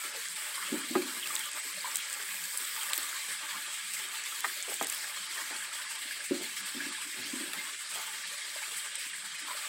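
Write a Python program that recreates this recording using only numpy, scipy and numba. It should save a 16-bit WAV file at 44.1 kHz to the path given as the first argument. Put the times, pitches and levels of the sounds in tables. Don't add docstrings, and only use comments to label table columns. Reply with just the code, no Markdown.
import sys
import numpy as np
from scipy import signal
from scipy.fft import rfft, irfft
from scipy.io import wavfile
from scipy.ndimage import uniform_filter1d
from numba import njit

SR = 44100
rng = np.random.default_rng(int(sys.argv[2]) if len(sys.argv) > 2 else 0)


def ratio_of_db(decibels):
    return 10 ** (np.asarray(decibels, float) / 20)


def generate_wav(sig):
    pcm = np.round(np.clip(np.atleast_2d(sig).T, -1, 1) * 32767).astype(np.int16)
    wavfile.write(sys.argv[1], SR, pcm)


N = 426888

# pitch_hz, level_db
HOLLOW_MODES = [(190, -24), (250, 0.5), (291, -1.5), (345, -0.5), (369, -4.5), (560, -7.5), (800, -33)]


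def level(x, db):
    return x * ratio_of_db(db) / np.sqrt(np.mean(x ** 2))


def curve(s, values):
    return np.interp(np.arange(N) / SR, s, values)


def at(s):
    return (np.asarray(s) * SR).astype(np.int64)


def band(x, hz, width_hz):
    return signal.lfilter(*signal.iirpeak(hz, hz / width_hz, fs=SR), x)


def add_at(out, s, sound):
    out[at(s):at(s) + len(sound)] += sound[:N - at(s)]


def walk(rate):
    hold = int(SR / rate)
    steps = np.repeat(rng.standard_normal(N // hold + 1), hold)
    return 1.76 * uniform_filter1d(uniform_filter1d(steps, hold), hold)[:N]


@njit
def rings(start, hz, cycles, size, glide):
    out = np.zeros(N)
    for k in range(len(start)):
        n = int(cycles[k] * 2 * SR / hz[k]) + 2
        step = np.exp(2j * np.pi * hz[k] / SR - 5.76 / n)
        climb = np.exp(2j * np.pi * hz[k] * glide / SR / n)
        z = size[k] + 0j
        shut = 1.
        opening = np.exp(-25 / n)
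        for i in range(start[k], min(start[k] + n, N)):
            out[i] += z.imag * (1 - shut)
            shut *= opening
            z *= step
            step *= climb
    return out


def swarm(count, lo_hz, hi_hz, cycles, scatter_db, glide):
    when, pitch, big, long = rng.random((count, 4)).T
    size = ratio_of_db(-scatter_db * np.log(1 - big + .004))
    hz = lo_hz * (hi_hz / lo_hz) ** pitch
    return level(rings(at(when * N / SR), hz, cycles * (.5 + long), size, glide), 0)


def landing(kicks, fall_s, size):
    falling = signal.lfilter([1], [1, -np.exp(-1 / (fall_s * SR))], kicks)
    return uniform_filter1d(falling, size=size)


def slops(rate, fall_s):
    kicks = (rng.random(N) < rate / SR) * rng.exponential(size=N)
    swell = np.log(landing(kicks, fall_s, size=400) + 0.21)
    swell = swell - uniform_filter1d(swell, size=3500)
    return swell / swell.std()


def swells(table, ref_db, fall_s, size=300):
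    s, db = np.transpose(table)
    kicks = np.zeros(N)
    kicks[at(s)] = ratio_of_db(np.minimum(db - ref_db, 6))
    return np.log(1 + landing(kicks, fall_s, size) / 0.14)


def lulls(table):
    out = np.zeros(N)
    for s, long, db in table:
        half = at(max(0.84 * long, .016))
        dip = min(db, 0) * np.sqrt(np.hanning(2 * half))
        out[max(at(s) - half, 0):at(s) + half] += dip[max(half - at(s), 0):N - at(s) + half]
    return out


def hum():
    # start_s, peak_db
    wavers = [(0.27, -61), (0.619, -62), (0.717, -44), (0.952, -40), (1.15, -71), (1.261, -68),
              (1.754, -58), (1.933, -64), (2.29, -57), (2.399, -63), (2.715, -75), (2.873, -77),
              (3.274, -66), (3.353, -75), (3.539, -55), (3.849, -65), (3.971, -66), (4.139, -85),
              (4.489, -70), (4.809, -49), (4.939, -68), (5.167, -52), (5.413, -63), (5.591, -61),
              (5.899, -64), (6.303, -44), (6.442, -57), (6.601, -62), (6.751, -49), (6.842, -54),
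              (7.181, -63), (7.3, -50), (7.409, -55), (7.569, -53), (7.919, -61), (8.123, -70),
              (8.251, -66), (9.054, -76), (9.159, -73), (9.244, -55)]
    low = band(band(rng.standard_normal(N), 184, 54), 184, 54)
    drift_db = 0.8 * walk(2.2) + 1.8 * walk(19)
    swell_db = 6.5 * swells(wavers, ref_db=-63, fall_s=0.042, size=1500)
    return level(low, -78) * ratio_of_db(drift_db + swell_db)


def hollow(x):
    return sum(ratio_of_db(db) * band(x, hz, hz / 14) for hz, db in HOLLOW_MODES)


def scuff():
    # start_s, held_s, level_db
    rubs = [(.66, .04, -46.5), (.9, .04, -49), (1.04, 0.089, -48), (1.3, 0.051, -49), (6.35, 0.074, -43.5),
            (7.15, 0.15, -46), (7.39, 0.028, -42), (7.48, 0.13, -49), (4.685, 0.025, -61),
            (4.825, 0.035, -57), (5.52, 0.023, -60)]
    rise_db_s, fall_db_s = 400, 154
    rub = level(hollow(rng.standard_normal(N) * ratio_of_db(3.5 * walk(30))), 0)
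    t = np.arange(N) / SR
    gain = np.zeros(N)
    for s, held, db in rubs:
        before_s = np.clip(s - t, 0, 1)
        after_s = np.clip(t - s - held, 0, 1)
        gain += ratio_of_db(db - rise_db_s * before_s - fall_db_s * after_s)
    return rub * gain * ratio_of_db(-5.5)


def thumps():
    # start_s, peak_db, pitch_hz, ring_t60_s
    blows = [(0.045, -41.5, 403, 0.17), (0.147, -51, 465, 0.26), (0.719, -14, 267, 0.079),
             (0.737, -14, 301, 0.083), (0.835, -36, 267, .15), (0.904, -24.5, 275, 0.25),
             (0.954, -10.5, 365, 0.18), (1.05, -34, 277, 0.3), (1.15, -46, 258, .1),
             (1.649, -39.5, 410, 0.088), (2.599, -47.5, 374, 0.23), (2.977, -38, 326, 0.11),
             (3.545, -45, 188, 0.24), (4.461, -40.5, 380, 0.13), (4.682, -51, 424, 0.32),
             (4.811, -35, 478, 0.16), (4.812, -29, 230, .05), (5.506, -43, 300, 0.16),
             (6.049, -48, 268, 0.2), (6.306, -22, 265, 0.12), (6.308, -11, 358, 0.18),
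             (6.6, -42, 198, 0.21), (6.745, -28.5, 281, 0.35), (6.859, -32, 284, 0.22),
             (6.904, -43, 260, 0.17), (7.049, -44.5, 301, 0.45), (7.189, -36, 250, 0.14),
             (7.246, -37, 287, 0.16), (7.33, -23, 274, 0.14), (7.405, -27, 314, 0.18),
             (7.48, -39, 283, 0.17), (7.567, -35, 194, 0.095), (9.418, -44, 305, 0.26)]
    # start_s, peak_db, pitch_hz, ring_t60_s
    footfalls = [
        (6.751, -49, 111, 0.21),
        (7.171, -44, 110, 0.38),
        (9.055, -42, 170, 0.055),
    ]
    out = np.zeros(N)
    t = np.arange(int(.5 * SR)) / SR
    for s, db, hz, t60 in blows + footfalls:
        phases = 1.43 * rng.random(len(HOLLOW_MODES) + 1)
        modes = [(hz, 2.5)] + [(f, g - 9 * abs(np.log2(f / hz))) for f, g in HOLLOW_MODES]
        ring = sum(ratio_of_db(g) * np.sin(2 * np.pi * f * t + p) for (f, g), p in zip(modes, phases))
        ring = ring / np.abs(ring).max() * ratio_of_db(-60 * t / max(t60, .03))
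        shudder = level(band(band(rng.standard_normal(len(t)), 290, 110), 290, 110), -19.0)
        shudder = shudder * ratio_of_db(-60 * t / 0.24)
        soft_onset = (1 - np.exp(-t * hz / 0.9)) ** 2
        add_at(out, s, (ring + shudder) * soft_onset * ratio_of_db(db))
    return out


def raps():
    # start_s, peak_db, centre_hz, rattle_s
    knocks = [(.953, -17, 980, 0.0088), (4.442, -24, 1370, .002), (4.444, -16, 1380, 0.0078),
              (4.677, -34, 520, 0.031), (4.715, -37, 900, 0.012), (4.812, -15, 750, 0.00043),
              (4.819, -35, 650, 0.028), (5.505, -40, 547, 0.028), (7.533, -30, 1700, 0.028),
              (9.48, -43, 1050, 0.12), (7.955, -37.5, 794, 0.044), (.13, -47, 500, .02)]
    # pitch_hz, level_db, ring_t60_s
    wall = [(423, 6.5, 0.093), (664, 5.5, 0.049), (803, 1.5, 0.19), (1050, 0.5, 0.038), (1247, 4, 0.13),
            (1570, 0, 0.24), (1860, 6, 0.05), (2090, -12, 0.3), (2560, -32.5, 0.049)]
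    out = np.zeros(N)
    t = np.arange(int(.15 * SR)) / SR
    for s, db, hz, rattle in knocks:
        contact = np.exp(-t / max(rattle, .0005)) + .04 * np.exp(-t / .03)
        force = band(rng.standard_normal(len(t)) * contact, hz, 1.3 * hz)
        force = band(force, hz, 1.4 * hz)
        ring = sum(ratio_of_db(g) * band(force, f, 5.7 / t60) * t60 ** .5 for f, g, t60 in wall)
        direct = band(force, hz, 1.2 * hz) / np.abs(force).max()
        add_at(out, s, (ring / np.abs(ring).max() + .8 * direct) * ratio_of_db(db - 6.0))
    return out


def ticks():
    # start_s, peak_db, top_db above the peak, low_crack_db above the peak
    drops = [(1.2726, -27, -17, -3), (1.3525, -23.5, -17, -21), (1.355, -24, -19, -15),
             (1.393, -24, -21, -20), (1.3955, -36, -19, -20), (1.516, -30, -25, -21),
             (1.957, -17.5, -20, -24), (1.969, -25, -10, -12), (2.129, -25, -26, -30),
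             (2.356, -32, -22, -11), (2.5745, -30, -8, -21), (2.583, -32, -12, -21), (2.933, -20, -15, 0.5),
             (2.9415, -36, -7, -20), (2.952, -35, -6, -20), (2.9555, -37, -6, -20), (2.9618, -34, -10, -20),
             (2.9781, -21, -9, -7), (3.9366, -31, -16, -23), (4.4053, -30, -12, -10),
             (4.605, -30, -18, -11), (4.7416, -27, -20, -19), (4.826, -27, -13, -7),
             (4.8694, -24, -23, -22), (4.8989, -23, -28, -16), (4.924, -28, -16, -9), (4.9467, -35, -3, -6),
             (7.5339, -30, -18, 4.5), (8.955, -27, -26, -15)]
    out = np.zeros(N)
    t = np.arange(int(.03 * SR)) / SR
    spatter = np.exp(-t / 0.0015) + .07 * np.exp(-t / .005)
    for s, db, top_db, low_db in drops:
        burst = rng.standard_normal(len(t)) * spatter
        burst[0] += 1.5
        tick = 0
        for hz, width_hz, part_db in ((7500, 10700, -0.41), (13600, 9200, top_db + 13), (3240, 3000, low_db + 2.5)):
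            part = band(band(burst, hz, width_hz), hz, width_hz)
            tick = tick + ratio_of_db(part_db) * part / np.abs(part).max()
        add_at(out, s, tick * ratio_of_db(db))
    return out


def plops():
    # start_s, peak_db, pitch_hz, length_cycles
    large = [(1.02, -28, 2300, 16), (1.2725, -29, 2120, 13), (3.9664, -26.5, 2060, 18),
             (4.2404, -32, 1900, 14), (5.043, -31, 1660, 16), (5.3767, -28, 1810, 21),
             (5.624, -30, 1640, 18), (6.109, -29, 1640, 21), (6.205, -28, 1670, 15),
             (6.4423, -30, 2090, 16), (6.804, -26.5, 1660, 29), (6.9494, -27, 1730, 12),
             (7.5847, -30.5, 2090, 85), (8.239, -31, 1770, 21), (8.6293, -28, 2290, 12),
             (9.133, -29, 1860, 16), (9.14, -32, 1640, 15), (9.15, -31, 2050, 14), (8.636, -27, 2230, 14),
             (8.642, -29, 2560, 16), (2.672, -39, 1700, 20)]
    # start_s, peak_db, pitch_hz, length_cycles
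    squeaky = [
        (1.227, -27, 3240, 28),
        (1.234, -23, 2900, 12),
        (1.243, -26, 3040, 13),
        (1.258, -26, 2610, 17),
        (1.3641, -14.5, 3760, 4.8),
        (1.8078, -27, 4650, 18),
        (1.915, -29, 5600, 12),
        (2.5735, -20, 10600, 40),
        (2.9, -28, 3140, 12),
        (5.564, -29.5, 4360, 30),
    ]
    # start_s, peak_db, pitch_hz, length_cycles
    deep = [(0.056, -47, 1200, 13), (0.145, -43.5, 539, 29), (.17, -43, 456, 18), (.06, -48, 557, 14),
            (0.573, -35, 1103, 37), (0.629, -33, 1210, 15), (1.305, -30, 1200, 11),
            (1.575, -27.5, 1300, 5.1), (1.773, -41.5, 595, 20), (1.844, -27, 980, 21),
            (1.857, -27.5, 1020, 13), (1.875, -35, 900, 20), (2.982, -37, 1220, 22), (3.419, -46, 1230, 23),
            (4.323, -31.5, 1310, 22), (4.719, -38, 510, 9.4), (4.849, -41, 770, 13), (5.717, -35, 1310, 15),
            (5.849, -38, 1280, 14), (7.269, -40, 1300, 16), (7.673, -42, 1050, 25), (7.948, -40, 1230, 14),
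            (7.998, -42, 880, 28), (8.039, -33, 1330, 9.6), (8.56, -36, 600, 10), (8.619, -39, 870, 24),
            (8.714, -41, 1170, 14), (9.466, -45, 1140, 25), (9.482, -38, 1050, 21), (9.497, -33, 1004, 17),
            (9.506, -34, 1150, 18), (9.512, -30, 1000, 16), (9.5, -48, 600, 29), (9.548, -42.5, 606, 12),
            (8.72, -46, 470, 7.2), (8.975, -51, 550, 16), (4.72, -37, 704, 6.3), (2.906, -35, 990, 15),
            (5.537, -46, 800, 4.1)]
    s, db, hz, cycles = np.transpose(large + squeaky + deep)
    return rings(at(s), hz, np.maximum(cycles, 1), ratio_of_db(db + 0.5), 0.02)


def spray_db():
    # start_s, level_db against the stream's mist
    swing = [
        (0, 4),
        (.65, 2),
        (1.35, 6.5),
        (1.65, 3.5),
        (2.35, 8.5),
        (2.9, 11),
        (3.4, -1.5),
        (4.95, 9),
        (5.15, -20),
    ]
    return curve(*np.transpose(swing))


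def patter():
    drops = swarm(count=2500, lo_hz=6400, hi_hz=15400, cycles=3.8, scatter_db=3.5, glide=.05)
    return drops * ratio_of_db(-62.5 + spray_db())


def surges():
    # start_s, level_db
    churning = [(0.0, -51), (1.05, -52.5), (1.21, -53), (1.56, -53), (2.61, -57.5), (2.91, -52.5),
                (3.21, -53), (5.63, -52.5), (6.17, -58), (6.79, -55), (7.12, -55.5), (7.39, -56),
                (8.33, -56), (8.68, -54.5), (9.19, -61.5), (9.68, -51.5)]
    # start_s, peak_db
    clear_slops = [
        (3.3194, -26),
        (3.7369, -31),
        (3.9365, -10),
        (4.1494, -58),
        (4.2517, -27),
        (4.6994, -27),
                   (5.0293, -47), (5.0841, -38), (5.2318, -53), (5.2942, -51), (5.3391, -43), (5.4024, -40),
                  (5.6304, -47), (5.7396, -64), (5.8978, -33), (5.9836, -33), (6.0484, -54), (6.1113, -29),
                  (6.2415, -29), (6.3423, -29), (6.4181, -26), (6.5598, -32), (6.6591, -28), (6.7918, -47),
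                  (6.8446, -47), (6.9215, -44), (6.9768, -54), (7.0153, -28), (7.0706, -50), (7.1105, -49),
                  (7.1983, -49), (7.2542, -39), (7.348, -61), (7.3959, -49), (7.5316, -32), (7.6304, -44),
                  (7.7216, -61), (7.781, -52), (7.8134, -51), (7.8928, -27), (7.9421, -23), (8.012, -29),
                  (8.1093, -49), (8.2759, -52), (8.4475, -54), (8.6241, -61), (8.7663, -30), (8.8526, -41),
                  (8.9543, -46), (8.9828, -30), (9.0546, -36), (9.1399, -54), (9.2547, -58), (9.3854, -56),
                  (9.4567, -60)]
    # start_s, peak_db
    gulps = [(0.241, -42), (0.574, -52), (0.76, -55), (1.169, -48), (1.304, -32), (1.362, -44),
             (1.552, -32), (1.844, -32), (1.897, -26), (2.16, -29), (2.229, -58), (2.54, -31), (2.746, -42),
             (2.819, -46), (2.907, -29), (3.007, -40), (3.273, -51), (3.421, -29), (3.549, -41),
             (3.662, -51), (3.903, -58), (4.019, -62), (4.131, -57), (4.324, -45), (5.035, -40),
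             (5.169, -40), (5.373, -30), (5.519, -38), (5.79, -41), (6.16, -40), (6.313, -35), (6.597, -63),
             (6.985, -48), (7.543, -45), (7.675, -38), (7.92, -43), (7.98, -29), (8.305, -37), (8.676, -49),
             (8.85, -50), (8.952, -39), (9.217, -32), (9.484, -31)]
    # middle_s, length_s, level_db
    treble_dips = [(0.127, 0.046, -10), (0.279, 0.046, -4), (0.347, 0.02, -9), (0.838, 0.053, -6),
                   (1.045, 0.031, -7), (1.088, 0.003, -2), (1.522, 0.04, -15), (1.619, 0.023, -10),
                   (1.739, 0.002, -8), (1.783, 0.105, -2.5), (2.04, 0.06, -6), (2.145, 0.15, -2),
                   (2.923, 0.014, -18), (3.225, 0.07, 2), (3.395, 0.09, -4.5), (3.677, 0.045, -7),
                   (3.789, 0.15, -4), (4.086, 0.053, -6), (4.23, 0.064, -8), (4.422, 0.028, -12),
                   (4.649, 0.077, -7), (4.789, 0.031, -8), (4.861, 0.025, -17), (5.186, 0.007, 4),
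                   (5.223, 0.119, -1), (5.283, 0.022, -11), (5.537, 0.04, -6), (5.592, 0.034, -2),
                   (5.692, 0.07, -6), (5.869, 0.049, -8), (5.974, 0.022, -10), (6.211, 0.044, -4),
                   (6.278, 0.012, -4), (6.326, 0.077, -4), (6.405, 0.028, -5), (6.543, 0.049, 2),
                   (6.632, 0.029, -10), (6.775, 0.044, -2), (6.909, 0.015, -13), (6.954, 0.032, -1),
                   (6.994, 0.136, -4), (7.179, 0.066, 1), (7.241, 0.026, -8), (7.615, 0.048, 0),
                   (7.762, 0.065, -7), (7.867, 0.055, -10), (7.929, 0.017, -5), (8.251, 0.027, -11),
                   (8.301, 0.031, -3), (8.421, 0.078, -6), (8.89, 0.078, -5), (8.937, 0.02, -8),
                   (8.975, 0.015, -14), (9.129, 0.035, -12), (9.222, 0.043, -5), (9.309, 0.052, -7),
                   (9.374, 0.013, -16), (9.439, 0.043, -11)]
    # middle_s, length_s, level_db
    gurgle_lulls = [(0.192, 0.11, 1), (0.299, 0.14, -10.5), (0.905, 0.082, -10.5), (1.217, 0.061, -11.5),
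                    (1.514, 0.033, -6), (1.629, 0.045, -8.5), (1.754, 0.12, -5), (2.13, 0.039, -3),
                    (2.397, 0.004, -10), (2.507, 0.17, -3), (3.103, 0.009, 2), (3.23, 0.079, -5.5),
                    (3.377, 0.071, -6), (3.624, 0.073, -4.5), (3.866, 0.16, -7.5), (4.283, 0.19, -7),
                    (4.634, 0.069, -4), (4.767, 0.055, -9), (5.091, 0.092, -4.5), (5.233, 0.12, -6.5),
                    (5.602, 0.056, -9), (5.887, 0.03, -7), (6.016, 0.15, -1.5), (6.276, 0.037, -12),
                    (6.383, 0.038, -5), (6.53, 0.071, -2), (6.952, 0.046, -2), (7.119, 0.057, -15),
                    (7.78, 0.055, -7), (7.887, 0.029, -4), (8.271, 0.067, -9), (8.388, 0.049, -9),
                    (8.543, 0.037, -4), (8.768, 0.04, 3), (9.122, 0.12, -3), (9.291, 0.041, -5)]
    churn_share = (0.81, 0.13, 0.23, 0.5)
    spray_level_db = (-30, -24, -12.5, -2.5)
    clear_slop_db = (.3, .6, 1.6, 2.5)
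    small_slop_db = (0.85, 0.9, 0.6, 0.6)
    treble_dip_share, gurgle_lull_share = (0, .1, .25, 1.3), (0.69, 0.077, 0.014, 0.11)

    churn_db = curve(*np.transpose(churning))
    stream_db = np.outer(churn_share, churn_db - churn_db.mean())
    stream_db += np.outer(clear_slop_db, swells(clear_slops, ref_db=-33, fall_s=0.019))
    stream_db += np.outer(small_slop_db, slops(rate=24, fall_s=0.086))
    stream_db[0] += .5 * walk(11.0) + 2.5 * swells(gulps, ref_db=-40, fall_s=0.029, size=900)
    can_db = np.add.outer(spray_level_db, spray_db())
    gain = np.sqrt(ratio_of_db(stream_db) ** 2 + ratio_of_db(can_db) ** 2)
    lull_db = np.outer(treble_dip_share, lulls(treble_dips)) + np.outer(gurgle_lull_share, lulls(gurgle_lulls))
    gain = gain * ratio_of_db(lull_db)
    return gain / np.exp(np.log(gain).mean(axis=1, keepdims=True))


def splash():
    # centre_hz, size (0 gurgle, 1 fizz, 2 hiss, 3 mist)
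    drop_sizes = [(1200, 0), (1800, 1), (4500, 1), (7000, 2), (10600, 2), (12200, 3)]
    # pitch_hz, level_db per Hz
    water = [(60, -30), (130, -16.5), (200, -27.5), (400, -17.5), (700, -20.5), (1000, -9), (1400, -4.5),
             (1750, 0.5), (2300, -3), (3300, -3.5), (4800, -5.5), (6200, -13.5), (10000, -13), (15500, -16)]
    # pitch_hz, width_hz, level_db
    vessel = [(584, 51, 10), (876, 49, 9), (1068, 20, 5), (1187, 29, 9), (1660, 39, 4), (2110, 29, 7),
              (2290, 110, 5), (3230, 200, 3.5)]
    patch_db = (1.75, 0.89, 1.05, 0.59)

    bubbles = swarm(count=5000, lo_hz=250, hi_hz=2526, cycles=31.3, scatter_db=2.0, glide=0.068)
    pinging = swarm(count=9000, lo_hz=2398, hi_hz=14930, cycles=132.0, scatter_db=1.4, glide=0.019)
    fizz = swarm(count=30000, lo_hz=1200, hi_hz=14760, cycles=5.15, scatter_db=1.5, glide=0.17)
    far_drops = rng.standard_normal(N)
    mix = ratio_of_db(-5.5) * bubbles + ratio_of_db(-7.5) * pinging + ratio_of_db(-8.5) * fizz + ratio_of_db(-1.5) * far_drops

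    octave = np.log2(np.arange(N // 2 + 1) * SR / N + 1)
    lines = rfft(mix)
    flat = lines / np.sqrt(uniform_filter1d(np.abs(lines) ** 2, size=3000))
    water_hz, water_db = np.transpose(water)
    colour_db = np.interp(octave, np.log2(water_hz), water_db)
    for hz, width_hz, db in vessel:
        colour_db = colour_db + db / (1 + (2 * (2 ** octave - hz) / width_hz) ** 2)
    lines = rfft(level(irfft(flat * ratio_of_db(colour_db), N), -41))

    gain = surges()
    edge_hz, size = np.transpose(drop_sizes)
    centres = np.append(np.arange(8, 13.2, 1 / 3), np.log2([11000, 12000, 14000, 16000]))
    out = 0
    for k, centre in enumerate(centres):
        share = np.interp(octave, centres, np.arange(len(centres)) == k)
        blend = np.array([np.interp(centre, np.log2(edge_hz), size == row) for row in range(4)])
        patches = ratio_of_db(blend @ patch_db * walk(14))
        out = out + irfft(lines * share, N) * (blend @ gain) * patches
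    return out


def scene():
    near = thumps() + raps() + plops() + ticks()
    echo = ratio_of_db(-20.5) * np.roll(near, at(.009))
    return (splash() + patter() + hum() + scuff() + near + echo)[None, :]


def low_pass(x):
    return signal.sosfilt(signal.butter(12, 17010, fs=SR, output="sos"), x)


def record(dry):
    capsule_hz, capsule_width_hz, capsule_db = 8076, 1054, 13.5
    bright = dry + (ratio_of_db(capsule_db) - 1) * band(dry, capsule_hz, capsule_width_hz)
    thin = signal.sosfilt(signal.butter(4, 140, "high", fs=SR, output="sos"), bright)
    circuit = level(band(rng.standard_normal(N), 40, 200) * ratio_of_db(2.5 * walk(5)), -87.0)
    dull = signal.sosfilt(signal.ellip(14, .2, 70, 15820, fs=SR, output="sos"), thin + circuit)
    return low_pass(dull)


dry = scene()
out = record(dry)
generate_wav(out)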